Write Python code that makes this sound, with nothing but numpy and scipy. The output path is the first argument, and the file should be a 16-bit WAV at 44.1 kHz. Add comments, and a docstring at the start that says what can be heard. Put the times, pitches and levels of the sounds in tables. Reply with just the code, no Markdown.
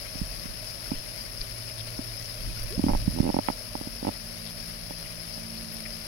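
"""Koi crowd a hand at the edge of a garden pond. Throughout, water trickles in drops and bubbles, a pump
hums and a far engine slowly sags in pitch. From the start mouths slurp and splash, and the fingers that
hold the camera knock on its case over a low rumble. A faint whine sinks from 1.3 s. At 2.7 s skin
squeaks, then creeps over the case in loud stick-slip ticks until 4.1 s. Last come more slurps, two soft
knocks and swells of the engine."""
import sys
import numpy as np
from scipy.fft import rfft, irfft, next_fast_len
from scipy.io import wavfile
from scipy.ndimage import map_coordinates

SR = 44100
rng = np.random.default_rng(int(sys.argv[2]) if len(sys.argv) > 2 else 0)


def to_wav(sig):
    """Store sig (one row per channel, or 1-D mono) as 16-bit WAV at the path in sys.argv[1].

    Samples outside -1..1 are clipped; the rate is SR.
    """
    pcm = np.clip(np.atleast_2d(sig), -1, 1) * 32767
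    pcm = np.round(pcm).astype(np.int16)
    wavfile.write(sys.argv[1], SR, pcm.T)  # frames by channels


N = 267687
TIME_S = np.arange(N) / SR
TOP_HZ = 15850


def amp(db):
    return 10 ** (np.asarray(db) / 20)


def unit_rms(x):
    return x / np.sqrt(np.mean(x ** 2) + 1e-20)


def gain_curves(rows, hz):
    """Gains from rows of (Hz, dB, ..), interpolated over log frequency."""
    row_hz, *columns_db = np.transpose(rows)
    return amp([np.interp(np.log(hz + 1), np.log(row_hz + 1), db) for db in columns_db])


def wobble(knots_per_s):
    """A smooth random curve."""
    knots = rng.standard_normal(int(N * knots_per_s / SR) + 4)
    return map_coordinates(knots, [TIME_S * knots_per_s])


def swell(start_s, end_s, fade_s):
    """A gain that rises smoothly, holds and falls."""
    inside_s = np.minimum(TIME_S - start_s, end_s - TIME_S)
    return np.sin(np.pi / 2 * np.clip(inside_s / fade_s + .5, 0, 1)) ** 2


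def filtered(x, response):
    """Apply a complex frequency response."""
    size = next_fast_len(N + SR // 2)
    return irfft(rfft(x, size) * response(np.fft.rfftfreq(size, 1 / SR)), size)[..., :N]


def low_cut(hz, corner_hz):
    """First-order high-pass response."""
    return 1j * hz / (1j * hz + corner_hz)


def resonance(hz, centre_hz, width_hz):
    """Response of one damped mode."""
    return 1j * hz * width_hz / (centre_hz ** 2 - hz ** 2 + 1j * hz * width_hz)


def minimum_phase(gain):
    """The response with this gain that rings only after its cause."""
    cepstrum = irfft(np.log(np.maximum(gain, 1e-6)))
    half = cepstrum.shape[-1] // 2
    return np.exp(rfft(cepstrum * np.r_[1, np.full(half - 1, 2), 1, np.zeros(half - 1)]))


def add(track, start_s, sound):
    part = track[..., max(0, round(start_s * SR)):][..., :sound.shape[-1]]
    part += sound[..., :part.shape[-1]]


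def far_whine(start_s=1.3, end_s=2.22, from_hz=405, to_hz=335, settle_s=0.39, db=-61, waver=0.014):
    """A faint whine wavers, sinks and levels off."""
    hz = to_hz + (from_hz - to_hz) * np.exp(-np.maximum(TIME_S - start_s, 0) / settle_s)
    hz *= 1 + waver * wobble(40.2)
    return amp(db) * swell(start_s, end_s, fade_s=.2) * np.sin(2 * np.pi * np.cumsum(hz) / SR)


# Pump hum. Each row: frequency in Hz, RMS level in dB.
PUMP_TONES = [(99.7, -54), (149.5, -65)]


def pump(flutter_db=0.86):
    """The pump hums at a steady pitch; its level flutters slightly."""
    return np.sqrt(2) * sum(amp(db + flutter_db * wobble(6)) * np.sin(2 * np.pi * hz * TIME_S)
                            for hz, db in PUMP_TONES)


# Engine tones. Each row: multiple of the firing rate, resting level in dB, dB added right and taken left.
ENGINE_TONES = [(2, -55, 2), (3, -61, 1), (4, -64, 3.5), (6, -69.5, 1)]
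# Swells of those tones. Each row: multiple, start in seconds, end in seconds, level in dB.
ENGINE_SWELLS = [(2, 1.38, 3.3, -46), (3, 4.24, 5.97, -51), (4, 3.61, 4.9, -54), (4, 5.345, 6.04, -47.5),
                 (6, 5.4, 6.2, -63)]


def far_engine(firing_hz=58.2, sag_hz_per_s=.47, waver=0.01386, flutter_db=2.0, fade_s=0.46):
    """Harmonics of the firing rate sag as the engine slows; each swells and flutters."""
    hz = (firing_hz - sag_hz_per_s * TIME_S) * (1 + waver * wobble(14))
    phase = 2 * np.pi * np.cumsum(hz) / SR
    track = np.zeros((2, N))
    for order, rest_db, lean_db in ENGINE_TONES:
        swells = sum(amp(db) * swell(start_s, end_s, fade_s)
                     for multiple, start_s, end_s, db in ENGINE_SWELLS if multiple == order)
        level = np.hypot(amp(rest_db), swells) * amp(flutter_db * wobble(22))
        track += level * amp([[-lean_db], [lean_db]]) * np.sin(order * phase)
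    return np.sqrt(2) * track


def bubbles(starts_s, hz, gains, decay_cycles, rise, samples):
    """Each bubble rings as a damped sine that rises in pitch as it dies."""
    t = np.arange(samples) / SR
    hz = np.clip(hz, 100, TOP_HZ)[:, None]
    decay = np.exp(-hz * t / decay_cycles)
    phase = 2 * np.pi * hz * t * (1 + rise * (1 - decay))
    rings = gains[:, None] * np.sqrt(hz) * decay * np.sin(phase)
    indices = (starts_s * SR).astype(int)[:, None] + np.arange(samples)
    return np.bincount(np.maximum(indices, 0).ravel(), rings.ravel(), N)[:N]


def gurgle(hollow_hz=615, width_hz=70, db=-57, spread_octaves=.2, spread_db=4.4, count=2400):
    """Larger bubbles ring in the hollow of the inflow."""
    pitch, size = rng.standard_normal((2, count))
    starts_s = rng.uniform(0, N / SR, count)
    bubble_hz = hollow_hz * 2 ** (spread_octaves * pitch)
    plunge = bubbles(starts_s, bubble_hz, amp(spread_db * size), decay_cycles=4.4, rise=0.019, samples=1200)
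    return amp(db) * unit_rms(filtered(plunge, lambda hz: resonance(hz, hollow_hz, width_hz)))


# The microphone ports turn slightly from the water: start and end in seconds, gain before and after in dB.
PORT_TURN = (1, 5, 1.04, 0.37)


def trickle(tick_db=-4, fizz_db=-6, tick_spread_db=3.5, fizz_spread_db=3.0, flutter_db=0.56, count=7000):
    """Falling water: drop ticks and tiny bubbles on a noise wash, independent at each port."""
    ports = np.zeros((2, N))
    for port in range(2):
        starts_s = rng.uniform(0, (N - 1) / SR, count)
        size = np.minimum(rng.exponential(size=count), 4.5)
        impacts = amp(tick_spread_db * size) * rng.choice([-1, 1], count)
        ticks = np.bincount((starts_s * SR).astype(int), impacts, N)
        hz = 1200 * (TOP_HZ / 1200) ** np.sqrt(rng.random(count))  # small bubbles outnumber large ones
        gains = amp(fizz_spread_db * rng.permutation(size))
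        fizz = bubbles(starts_s, hz, gains, decay_cycles=51, rise=0.029, samples=700)
        wash = rng.standard_normal(N)
        ports[port] = amp(tick_db) * unit_rms(ticks) + amp(fizz_db) * unit_rms(fizz) + wash
    turn_db = np.interp(TIME_S, PORT_TURN[:2], PORT_TURN[2:])
    return ports * amp(flutter_db * wobble(24) + turn_db)


# Mouths at the surface. Each row: start in seconds, length in seconds, pitch in Hz, relative level in dB.
KOI_SLURPS = [(0.045, 0.025, 2000, -7), (0.166, 0.026, 6070, -3), (0.921, .025, 2600, -9),
              (1.4093, .007, 4500, 5), (1.682, 0.034, 2420, -6.5), (1.787, 0.024, 3480, -0.5),
              (2.213, 0.051, 6940, -2), (2.628, 0.013, 13500, 4), (4.453, 0.046, 3740, -4),
              (5.046, .025, 2360, -7.5), (5.337, 0.012, 5200, -2.5), (5.72, 0.029, 12450, 0),
              (5.851, .013, 2130, 1.5)]


def koi_slurps(right_db=-3, spread_octaves=0.15, count=14):
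    """Each suck or splash frees a cluster of bubbles around one pitch."""
    track = np.zeros((2, N))
    for start_s, length_s, centre_hz, db in KOI_SLURPS:
        starts_s = start_s + length_s * rng.random(count)
        for port, port_db in enumerate((0, right_db)):
            pitch, size_db = rng.standard_normal((2, count))
            hz = centre_hz * 2 ** (spread_octaves * pitch)
            cluster = bubbles(starts_s, hz, amp(size_db), decay_cycles=4.8, rise=0.041, samples=900)
            track[port] += amp(db + port_db) * unit_rms(cluster) * np.sqrt(length_s * SR / N)
    return track


# Colour of the water at the ports. Each row: frequency in Hz, left gain in dB, right gain in dB.
WATER_COLOUR = [(277, -40.5, -34), (390, -38.5, -43.5), (642, -32.5, -34), (730, -41, -49.5),
                (1590, -39.5, -49), (2170, -36.5, -51), (3660, -41, -55.5), (4454, -34.5, -57.5),
                (5225, -26.5, -55), (5860, -39.5, -60.5), (7780, -56, -60), (9170, -46, -43.5),
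                (10760, -34, -39), (12880, -51.5, -50.5), (15400, -48, -57.9)]


def port_colour(water, cut_hz=87):
    """Each microphone port colours the water in its own way and sheds the bass."""
    return filtered(water, lambda hz: minimum_phase(gain_curves(WATER_COLOUR, hz)) * low_cut(hz, cut_hz) ** 2)


# Spectrum of the grip's rumble. Each row: frequency in Hz, relative level in dB.
RUMBLE_SPECTRUM = [(15, -16), (28, -0.5), (44, 3.5), (72, -13), (120, -11.5), (200, -18.5), (320, -27),
                   (600, -57)]
# Shifts of the grip. Each row: start in seconds, end in seconds, relative level in dB.
GRIP_SHIFTS = [(0.177, .58, -39), (1.35, 1.46, -41), (2.4, 2.538, -30.5), (2.565, 3.368, -36),
               (2.82, 3.14, -29.5)]
# Slow shoves. Each row: start in seconds, relative peak in dB, length in seconds.
GRIP_SHOVES = [(0.218, -25.5, 0.02), (0.953, -32, 0.046), (1.403, -31.5, 0.03), (2.483, -37, .024),
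               (2.61, -29.5, 0.043), (2.911, -19, 0.036), (2.955, -19.5, 0.027), (3.2, -19, 0.01)]


def grip_rumble(rest_db=-44.5, fade_s=.05, side_db=-5, rumble_trim_db=-2.0, left_db=-2, right_db=1):
    """The grip rumbles, more while it shifts, and each shove rocks the case once."""
    mid, side = filtered(rng.standard_normal((2, N)), lambda hz: gain_curves(RUMBLE_SPECTRUM, hz))
    rumble = unit_rms(np.array([mid + amp(side_db) * side, mid - amp(side_db) * side]))
    shift_power = sum((amp(db) * swell(start_s, end_s, fade_s)) ** 2 for start_s, end_s, db in GRIP_SHIFTS)
    track = amp(rumble_trim_db) * np.sqrt(amp(rest_db) ** 2 + shift_power) * rumble
    for start_s, db, length_s in GRIP_SHOVES:
        add(track, start_s, amp(db) * np.sin(2 * np.pi * np.linspace(0, 1, int(length_s * SR))))
    return track * amp([[left_db], [right_db]])


def skin_squeak(start_s=2.705, length_s=0.071, from_hz=320, to_hz=660, db=-37, fade_db=4, waver=0.021):
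    """Skin starts to slide with a short, unsteady rising squeak."""
    progress = np.linspace(0, 1, int(length_s * SR))
    hz = from_hz * (to_hz / from_hz) ** progress * (1 + waver * wobble(299)[:len(progress)])
    envelope = amp(db - fade_db * progress) * np.sqrt(4 * progress * (1 - progress))
    track = np.zeros(N)
    add(track, start_s, envelope * np.sin(2 * np.pi * np.cumsum(hz) / SR))
    return track


# Modes of the camera case. Each row: centre in Hz, width in Hz, left gain in dB, right gain in dB.
CASE_MODES = [(97, 22, 1.5, -5.5), (201.5, 66, -23, 2.5), (269.3, 71, -2.5, 3), (375, 270, -37, -7),
              (611, 83, -2, 1.5), (864, 193, -28, 7), (1275, 91, -3, -26), (2260, 710, -34, 9)]


def case_response(hz, scatter_db=1):
    """The case rings in damped modes, their balance a little different at each push."""
    return sum(amp(np.array([[left_db], [right_db]]) + rng.normal(0, scatter_db))
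               * resonance(hz, centre_hz, width_hz) for centre_hz, width_hz, left_db, right_db in CASE_MODES)


# Runs of slips. Each row: first and last start in seconds, count, first and last right peak in dB,
# central sharpness in Hz, extra left gain in dB.
FINGER_CREEPS = [(2.7774, 2.7938, 2, -15.5, -11.5, 252, 5), (2.8391, 2.8906, 3, -9.5, -11, 293, 6),
                 (2.8843, 2.9188, 5, -14.5, -18.5, 744, 3), (2.9346, 2.95, 2, -14, -12.5, 830, 2),
                 (3.138, 3.187, 5, -27, -17.5, 330, 0), (3.2293, 3.301, 7, -17.5, -12, 467, 2),
                 (3.3433, 3.3887, 3, -11, -9.5, 610, 2), (3.753, 3.872, 3, -17.5, -23, 530, 3),
                 (4.028, 4.0495, 2, -20, -17.5, 590, 5.5), (4.0696, 4.0892, 3, -13.5, -14, 610, 4)]


def creep_slips(jitter_s=.0007, scatter_db=0.57, octaves_per_db=0.16):
    """A creeping finger sticks and slips, never quite on time; a harder slip is sharper."""
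    rows = []
    for first_s, last_s, count, first_db, last_db, sharp_hz, lean_db in FINGER_CREEPS:
        starts_s = np.linspace(first_s, last_s, count) + np.pad(rng.normal(0, jitter_s, count - 2), 1)
        force_db = np.linspace(first_db, last_db, count) + rng.normal(0, scatter_db, count)
        sharpness_hz = sharp_hz * 2 ** (octaves_per_db * (force_db - force_db.mean()))
        rows += [(s, db, hz, lean_db) for s, db, hz in zip(starts_s, force_db, sharpness_hz)]
    return rows


# Single slips. Each row: start in seconds, right peak in dB, sharpness in Hz, extra left gain in dB.
FINGER_KNOCKS = [(0.154, -25.5, 140, 6), (0.2148, -16, 135, -0.5), (0.4552, -26, 169, -8),
                 (0.916, -25, 1200, 4), (0.9168, -14.5, 285, 3.5), (0.9354, -27.5, 250, 4),
                 (1.9892, -28, 1100, -3), (1.9906, -21.5, 310, 9), (3.0774, -7.5, 170, -3),
                 (3.2018, -6, 250, -10), (3.486, -6, 1110, 4.5), (3.5009, -14.5, 745, -1),
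                 (4.9083, -23, 680, 1), (5.3775, -30, 560, 3)]


def finger_slips(left_lag_s=0.00065, left_cut_hz=170, left_db=1, body_cut_hz=120, snap_db=-14, damping=0.85):
    """Each slip is one push on the case: a soft one only thuds, a sharp one wakes the higher modes."""
    hz = np.fft.rfftfreq(4096, 1 / SR)
    # the left port lies farther from the fingers: later and thinner
    left_path = amp(left_db) * np.exp(-2j * np.pi * hz * left_lag_s) * low_cut(hz, left_cut_hz)
    paths = np.array([left_path, np.ones(len(hz))]) * low_cut(hz, body_cut_hz)
    track = np.zeros((2, N))
    for start_s, db, sharp_hz, lean_db in FINGER_KNOCKS + creep_slips():
        u = 1j * hz / sharp_hz
        push = 1 / ((1 + u) * (1 + damping * u + u * u))  # falls steeply above sharp_hz
        snap = amp(snap_db) / (1 + u) ** 2  # letting go leaves a faint edge
        knock = irfft((push + snap) * case_response(hz) * paths)
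        add(track, start_s, -amp([[db + lean_db], [db]]) * knock / np.abs(knock[1]).max())
    return track


def scene():
    """Water and far machines, with the hand on the camera closest of all."""
    water = port_colour(trickle() + koi_slurps()) + gurgle()
    machines = far_engine() + pump() + far_whine()
    hand = finger_slips() + skin_squeak() + grip_rumble()
    return machines + water + hand


def record(dry):
    """The camera keeps nothing above its band limit."""
    return filtered(dry, lambda hz: hz < TOP_HZ)


dry = scene()
out = record(dry)
to_wav(out)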